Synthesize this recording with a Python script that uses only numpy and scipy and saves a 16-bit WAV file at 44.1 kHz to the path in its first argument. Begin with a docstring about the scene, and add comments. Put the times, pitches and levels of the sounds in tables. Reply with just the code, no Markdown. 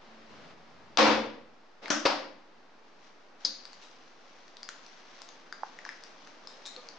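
"""Hand riveter and pliers on a can

In a small bare room a hand riveter sets a rivet in an aluminium can bottom: the mandrel snaps with a
bang, the handles spring open and clack, a steel part pings. Then pliers bend wire against the can with
small clicks and a scrape, and fingers rub over soft room tone. A limiter squashes the loudest blows;
ducked by the bang, its gain creeps back, so the room tone slowly rises."""
import sys
import numpy as np
from scipy import signal
from scipy.fft import rfft, irfft, next_fast_len
from scipy.io import wavfile
from scipy.ndimage import uniform_filter1d, minimum_filter1d, map_coordinates

SR = 44100
rng = np.random.default_rng(int(sys.argv[2]) if len(sys.argv) > 2 else 0)


def transcribe(u):
    """Save the signal u as a 16-bit wav file named by the first command-line argument.

    u: samples, shape (n,) or (channels, n), limited to [-1, 1]; the rate is SR.
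    q: integer samples, one column per channel.
    """
    v = np.clip(np.atleast_2d(u).T, -1, 1)
    q = np.round(v * 32767).astype(np.int16)
    wavfile.write(sys.argv[1], SR, q)


N = 307818
T = np.arange(SR) / SR  # seconds since a contact

# colours of the mandrel's snap, the handles' spring and clack, the steel part's hit: f/Hz, level/dB
SNAP = [(40, -50), (100, -40), (170, -42), (215, -11), (310, -12.5), (380, -16), (530, 1), (630, -7.5),
        (950, -4), (1500, -11.5), (3500, -14.5), (5500, -17.5), (7300, -32.5), (9700, -56)]
SPRING = [(41, -73), (70, -55), (156, -46), (227, -13), (267, -23), (309, 0), (421, -42.5), (597, -10.5),
          (749, -23), (1550, -14), (2190, -26), (3240, -22.5), (4320, -27), (6010, -17.5), (9660, -57),
          (12600, -88), (21300, -120)]
CLACK = [(41, -78), (70, -55), (257, -11), (303, -9), (438, -13), (539, 1), (649, -4), (902, -4),
         (980, -2.5), (1600, -10), (3170, -13.5), (3590, -14.5), (4990, -11), (7240, -31), (9660, -53),
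         (12600, -79), (21300, -120)]
PING = [(100, -70), (235, -13), (400, -26), (600, -24.5), (1500, -22), (2800, -26.5), (3500, -13.5),
        (4400, -2.5), (4850, 0), (5350, -11), (6500, -12), (7500, -35.5), (9700, -45.5)]
# the crack that leads each blow: f/Hz, level/dB
CRACK_COLOUR = [(300, -36), (1500, 3), (3500, 4.5), (6200, 7), (7300, -22), (9700, -29)]
# riveter blows: t/s, crack/dB, crash/dB, crash rise/s, crash t60/s, room/dB, modes/dB, pan/dB, colour
RIVETER_BLOWS = [(0.9726, 33, 11.5, 0.0011, 0.013, -3, -14, 9.5, SNAP),
                 (1.9025, 2.5, -13.5, 0.0035, 0.021, -21.5, -45, 6.5, SPRING),
                 (2.052, -14, -9, 0.0064, 0.085, -18.5, -38.5, 4.5, CLACK),
                 (2.107, -40, -24, 0.004, 0.046, -56, -49, -2, CLACK),
                 (3.4471, -45, -26.5, 0.0016, 0.089, -31, -57.5, 3.5, PING)]
# modes of the room (low) and of tool and can (high): f/Hz, level/dB, t60/s
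BLOW_MODES = [(108, -28, .9), (219, -1, .55), (242, -10, .46), (290, -2, .46), (313, 0, .5), (499, -6, .42),
              (529, 2.5, .48), (694, -9, .5), (765, -3.5, .48), (923, -7, .4), (978, -8, .46),
              (1146, -11, .45), (1379, -8, .46), (1514, -10, .45), (1728, -10, .46), (2286, -11, .46),
              (2526, -11, .46), (2691, -11, .45), (3500, -18, .6)]
# modes of the steel part: f/Hz, level/dB, t60/s
STEEL_MODES = [(3680, -29, 0.37), (3817, -38, 1), (4400, -12, 0.26), (4651, -12, 0.4), (4797, -8, 0.2),
               (4970, 17, 0.042), (5470, -13, 0.28), (6700, -21, 0.39)]
# dull handling bumps at first, later wire clicks in the pliers:
# t/s, level/dB, upper ring f/Hz, upper ring/dB, can f/Hz, can/dB
SMALL_CONTACTS = [(0.315, -53, 1596, -6, 720, -7), (0.524, -48.5, 1520, -4, 720, 10.5),
                  (1.858, -29, 3820, 6.5, 2110, 12), (1.881, -30.5, 4400, -7, 1580, 0),
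                  (3.6531, -35, 4800, 2.5, 1850, -30), (3.731, -38.5, 4540, 1, 1900, -28),
                  (4.48, -44.5, 4760, -1, 1940, -4), (4.569, -37.5, 4760, -10, 1940, -18),
                  (4.6307, -31, 4800, 0.5, 1400, -33), (4.6891, -25.5, 5520, -21, 1460, -7.5),
                  (4.864, -42, 6000, -3, 1510, -21), (5.2181, -36, 4600, -13, 1370, -20),
                  (5.289, -38.5, 6460, -11, 900, -8), (5.5255, -31, 4740, 2, 1513, 6.5),
                  (5.7884, -38.5, 3530, -16, 1920, 5), (5.8511, -34, 5120, 0, 1670, 6),
                  (5.863, -38.5, 1590, -8, 1020, 6), (5.8907, -30, 5220, 1.5, 1810, 7),
                  (6.037, -40, 4860, -2, 1610, -7), (6.273, -43, 5150, -10, 1800, -8),
                  (6.4727, -34, 5160, 3.5, 1080, -5.5), (6.655, -36.5, 3900, 1, 990, -21),
                  (6.7635, -37.5, 4220, 3, 1270, -16), (6.8875, -36, 4580, 2.5, 1440, -31)]
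# a contact's crack, and the band-pass on the whole contact: f/Hz, level/dB
TICK_COLOUR = [(300, -4), (1400, -1), (2800, -2), (4600, 2.5), (6000, 1), (7000, 0), (8000, -6.5),
               (9000, -2), (9800, -2)]
CONTACT_EQ = [(80, -40), (300, -14), (600, 0), (5800, 0), (7000, -3), (8000, -12), (9000, -18), (9900, -33),
              (12000, -50)]
# modes of the hand-damped can: f/Hz, level/dB, t60/s
CAN_MODES = [(873, 0.5, 0.015), (1020, 6, 0.0075), (1550, -3, 0.0074), (5200, -16, 0.0058)]
# jaws skidding on the wire: t/s, level/dB, rise/s, t60/s
JAW_SKIDS = [(3.802, -59, 0.027, 0.3), (6.476, -64, 0.008, 0.29), (6.656, -38.5, 0.0059, 0.073)]
# their rasp: f/Hz, level/dB
SCRAPE_COLOUR = [(100, -45), (800, -22), (2000, -16), (3200, -22), (3700, 0), (4100, -3), (4550, -14),
                 (5100, -9), (6200, -14), (7300, -14), (8000, -23), (9000, -28), (9700, -42)]
# faint ringing tones, the first the room's low mode: t/s, f/Hz, level/dB, rise/s, t60/s
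FAINT_RINGS = [(0.03, 223.5, -43, 0.29, 0.96), (6.77, 496, -47, 0.0054, 0.13),
               (6.771, 1217, -55, .01, 0.23), (6.84, 468.5, -56.5, 0.013, .3)]
# hands straining on the handles: t/s, length/s, rumble/dB, chafe/dB
HANDLE_SQUEEZES = [(0, 0.51, -74, -61), (0.289, 0.25, -67, -66.5), (.56, 0.57, -68.5, -67.5),
                   (1.815, 0.14, -84, -46.5)]
# finger strokes on the metal: t/s, length/s, level/dB
FINGER_STROKES = [(2.82, .4, -73), (2.984, 0.085, -67.5), (3.39, 0.4, -62.5), (3.801, 0.04, -58),
                  (3.9, 3, -66), (4.724, 0.21, -65), (5.04, 0.27, -65.5), (5.633, 0.45, -65.5),
                  (6.593, 0.41, -68)]
# colours of hand rumble, skin on the grips, fingers on metal and room tone: f/Hz, level/dB
RUMBLE_COLOUR = [(25, -11), (60, -5.5), (125, 0), (250, 3), (800, -44.5)]
CHAFE_COLOUR = [(100, -19), (250, 2.5), (700, 2), (2000, -3), (5000, -9.5), (6500, -17.5), (9700, -48)]
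RUB_COLOUR = [(100, -18), (500, -5.5), (1100, 6.5), (2000, 4.5), (3500, 4), (5000, 3), (6000, 3),
              (7000, -9), (8000, -21.5), (9800, -36)]
ROOM_TONE_COLOUR = [(25, -37.5), (80, -30.5), (115, -18), (150, -10), (250, -2), (400, -3), (520, -1.5),
                    (700, -1.5), (1100, -3.5), (2000, -9), (3000, -14), (5000, -16.5), (6300, -22.5),
                    (9700, -50)]
# reverb time: f/Hz, t60/s
ROOM_DECAY = [(100, 0.72), (260, 0.81), (700, 0.5), (1900, 0.54), (4800, 0.47), (9000, 0.37)]
# the room's lean to the left: f/Hz, pan/dB
ROOM_PAN = [(150, 1), (500, 1), (1000, 0.5), (2000, 4), (5000, 5)]
# likeness of left and right: f/Hz, correlation
STEREO_LIKENESS = [(60, 0.26), (150, 0.89), (350, 0.63), (700, 0.66), (1400, 0.45), (3000, 0.41),
                   (6000, 0.31)]


def riveter():
    """Each blow is a sharp crack and a short crash of metal that fill the room and set it ringing."""
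    out = np.zeros((2, N))
    for s, crack_db, crash_db, rise, t60, room_db, mode_db, pan_db, colour in RIVETER_BLOWS:
        crack = amp(crack_db) * noise(CRACK_COLOUR, SR) * fade(0.0049) * swell(0.0019)
        crash = amp(crash_db) * noise(colour, SR) * fade(t60) * swell(rise)
        reverb = amp(room_db) * room_tail(colour)
        add(out, s, panned(crack + crash, pan_db) + reverb + amp(mode_db) * ringing())
    return out


def ringing(build_cycles=9):
    """Room, tool and can modes bloom over a few cycles, the high ones wider in stereo phase."""
    out = np.zeros((2, SR))
    for hz, db, t60 in BLOW_MODES:
        spread = stereo_angle(hz) * rng.choice([-1, 1]) * np.array([[1], [-1]]) / 3
        tone = np.sin(2 * np.pi * (hz * T + rng.random()) + spread)
        out += panned(amp(db) * tone * fade(t60) * swell(build_cycles / hz), along(ROOM_PAN, hz))
    return out


def steel_ping(s=3.449, db=-35.0):
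    """A loose steel part rings in a cluster of high modes."""
    ring = sum(amp(level) * sine(hz) * fade(t60) for hz, level, t60 in STEEL_MODES)
    out = np.zeros((2, N))
    add(out, s, panned(amp(db) * ring * swell(0.001), 5.3))
    return out


def small_contacts():
    """Dull handling bumps at first, later wire clicks in the pliers, all left of centre."""
    out = np.zeros((2, N))
    for s, db, upper_hz, upper_db, can_hz, can_db in SMALL_CONTACTS:
        tap = amp(db) * contact(upper_hz, upper_db, can_hz, can_db)
        add(out, s, in_room(tap, room_db=-1, pan_db=5))
    return out


def contact(upper_hz, upper_db, can_hz, can_db, crack_db=3):
    """One contact of peak 1: a crack, an upper ring and the can's ring, both choked by the fingers."""
    upper = amp(upper_db) * sine(upper_hz) * fade(t60=0.0053)
    can = amp(can_db) * sine(can_hz) * fade(t60=0.0062)
    crack = amp(crack_db) * noise(TICK_COLOUR, SR) * fade(t60=0.0042)
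    hit = (upper + can + crack) * swell(rise=0.00076)
    # a soft contact has little above its own pitch
    tap = filtered(hit, lambda hz: amp(along(CONTACT_EQ, hz)) / np.hypot(1, (hz / (2 * upper_hz)) ** 2))
    return tap / np.abs(tap).max()


def can_knock(s=5.633, db=-21):
    """One dull, close knock on the hand-damped can, a little to the right."""
    out = np.zeros((2, N))
    body = sum(amp(level) * np.sin(2 * np.pi * hz * T) * fade(t60) for hz, level, t60 in CAN_MODES)
    add(out, s, in_room(amp(db) * body * swell(0.0015), room_db=-9, pan_db=-6.5))
    return out


def jaw_scrape(rough_db=3):
    """The jaws skid along the wire in quick runs of uneven slips."""
    out = np.zeros((2, N))
    for s, db, rise, t60 in JAW_SKIDS:
        rasp = noise(SCRAPE_COLOUR, SR) * unit(amp(rough_db * wobble(500)[:SR]))
        add(out, s, in_room(amp(db) * rasp * fade(t60) * swell(rise), room_db=2, pan_db=5))
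    return out


def faint_rings():
    """Faint tones swell and die: the room's low mode rings at the start, higher tones near the end."""
    out = np.zeros((2, N))
    for s, hz, db, rise, t60 in FAINT_RINGS:
        add(out, s, amp(db) * sine(hz) * (1 - np.exp(-T / rise)) * fade(t60))
    return out


def handle_squeeze():
    """Hands tighten on the handles with a dull rumble and a chafe of skin."""
    rumble, chafe = diffuse(RUMBLE_COLOUR, N), diffuse(CHAFE_COLOUR, N)
    out = sum(stroke(s, length, release=0.02) * (amp(rumble_db) * rumble + amp(chafe_db) * chafe)
              for s, length, rumble_db, chafe_db in HANDLE_SQUEEZES)
    return panned(out, 2.2)


def finger_rub(waver_db=1.5, grain_db=2):
    """Fingers rub over the metal in grainy, wavering strokes."""
    strokes = [amp(db) * stroke(s, length, release=0.08) for s, length, db in FINGER_STROKES]
    pressure = np.linalg.norm(strokes, axis=0)  # overlaps add in power
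    waver = amp(waver_db * wobble(14))
    friction = unit(diffuse(RUB_COLOUR, N) * amp(grain_db * wobble(370)))
    return panned(pressure * waver * friction, 3.6)


def room_tone(db=-61):
    """A soft, steady bed of room noise."""
    return panned(amp(db) * diffuse(ROOM_TONE_COLOUR, N), 1)


def room_tail(colour, build=0.0017):
    """Reflections build up, then each frequency dies at its own speed."""
    hz, t, bands = signal.stft(diffuse(colour, SR), SR, nperseg=256)
    lean = panned(0.59, along(ROOM_PAN, hz))[..., None]
    decay = fade(along(ROOM_DECAY, hz)[:, None], t)
    tail = signal.istft(bands * lean * decay, SR, nperseg=256)[1][:, :SR]
    return tail * (1 - np.exp(-T / build))


def in_room(sound, room_db, pan_db):
    """A small close sound, panned, with its reverb."""
    tail = room_tail([(100, 0.032), (10000, 0.0097)])  # near-white colour
    reverb = signal.fftconvolve(sound[None], tail / np.linalg.norm(tail[0]), axes=1)[:, :SR]
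    return panned(sound, pan_db) + amp(room_db) * reverb


def noise(colour, size):
    """Coloured mono noise of rms 1."""
    return unit(filtered(rng.standard_normal(size), lambda hz: amp(along(colour, hz))))


def diffuse(colour, size):
    """Coloured stereo noise of rms 1, arriving from all sides."""
    def response(hz):
        width = stereo_angle(hz) / 2
        return amp(along(colour, hz)) * [np.cos(width), np.sin(width)]
    mid, side = filtered(rng.standard_normal((2, size)), response)
    return unit(np.array([mid + side, mid - side]))


def stereo_angle(hz):
    """Stereo width in radians; 0 is mono."""
    return np.arccos(np.clip(along(STEREO_LIKENESS, hz), -1, 1))


def sine(hz):
    """A tone of random phase."""
    return np.sin(2 * np.pi * (hz * T + rng.random()))


def wobble(rate):
    """A smooth random curve, rate knots a second."""
    return map_coordinates(rng.standard_normal(int(N * rate / SR) + 4), [np.arange(N) * rate / SR])


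def stroke(s, length, release, attack=0.021):
    """Envelope of a hand movement: rises from s, holds until s + length, then dies away."""
    t = np.arange(N) / SR - s
    return np.clip(t / attack, 0, 1) * np.exp(-np.maximum(t - length, 0) / release)


def swell(rise):
    """A soft attack of about rise seconds."""
    return 1 - np.exp(-(T / rise) ** 2)


def fade(t60, t=T):
    """Exponential decay, 60 dB in t60 seconds."""
    return np.exp(-np.log(1000) * t / np.maximum(t60, 1e-4))


def filtered(x, response):
    """EQ x with a gain that is a function of frequency."""
    n = x.shape[-1]
    padded = next_fast_len(n + 8192)
    return irfft(rfft(x, padded) * response(np.fft.rfftfreq(padded, 1 / SR)), padded)[..., :n]


def along(points, hz):
    """Read (f/Hz, value) points on a log frequency axis."""
    freqs, values = np.transpose(points)
    return np.interp(np.log(hz + 1), np.log(freqs), values)


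def amp(db):
    """Decibels to gain."""
    return 10 ** (np.asarray(db) / 20)


def unit(x):
    """Scale to rms 1."""
    return x / np.sqrt(np.mean(x ** 2) + 1e-20)


def panned(x, db):
    """Louder on the left by db."""
    return x * amp(np.outer([.5, -.5], db))


def add(track, s, sound):
    """Mix a sound in at s seconds."""
    part = track[:, round(s * SR):][:, :sound.shape[-1]]
    part += sound[..., :part.shape[-1]]


def limiter(x, top_db, share, release_db_per_s, start_db=0):
    """Gain starts start_db down, ducks at once by a share of any excess over top_db, then recovers."""
    excess = np.maximum(20 * np.log10(np.abs(x).max(0) + 1e-9) - top_db, 0) * share
    recovery = release_db_per_s * np.arange(N) / SR
    cut_db = np.maximum.accumulate(np.maximum(excess + recovery, start_db)) - recovery
    return x * uniform_filter1d(minimum_filter1d(amp(-cut_db), size=45), size=45)  # 1 ms smoothing


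def scene():
    """The stereo mix of riveter, pliers, hands and room."""
    riveting = handle_squeeze() + riveter() + steel_ping()
    handwork = small_contacts() + can_knock() + jaw_scrape() + faint_rings()
    return riveting + handwork + room_tone() + finger_rub()


def record(dry, gain_db=9, top_hz=9850, dc_offset=0.0013):
    """Fast peak limiter, compressor, slow gain control, make-up gain, treble cut and a small offset."""
    held = limiter(dry, top_db=1, share=1, release_db_per_s=1300)
    held = limiter(held, top_db=-12, share=0.75, release_db_per_s=145.5)
    held = limiter(held, top_db=-24.5, share=0.53, release_db_per_s=1.14, start_db=6)
    return filtered(amp(gain_db) * held, lambda hz: hz < top_hz) + dc_offset


dry = scene()
out = record(dry)
transcribe(out)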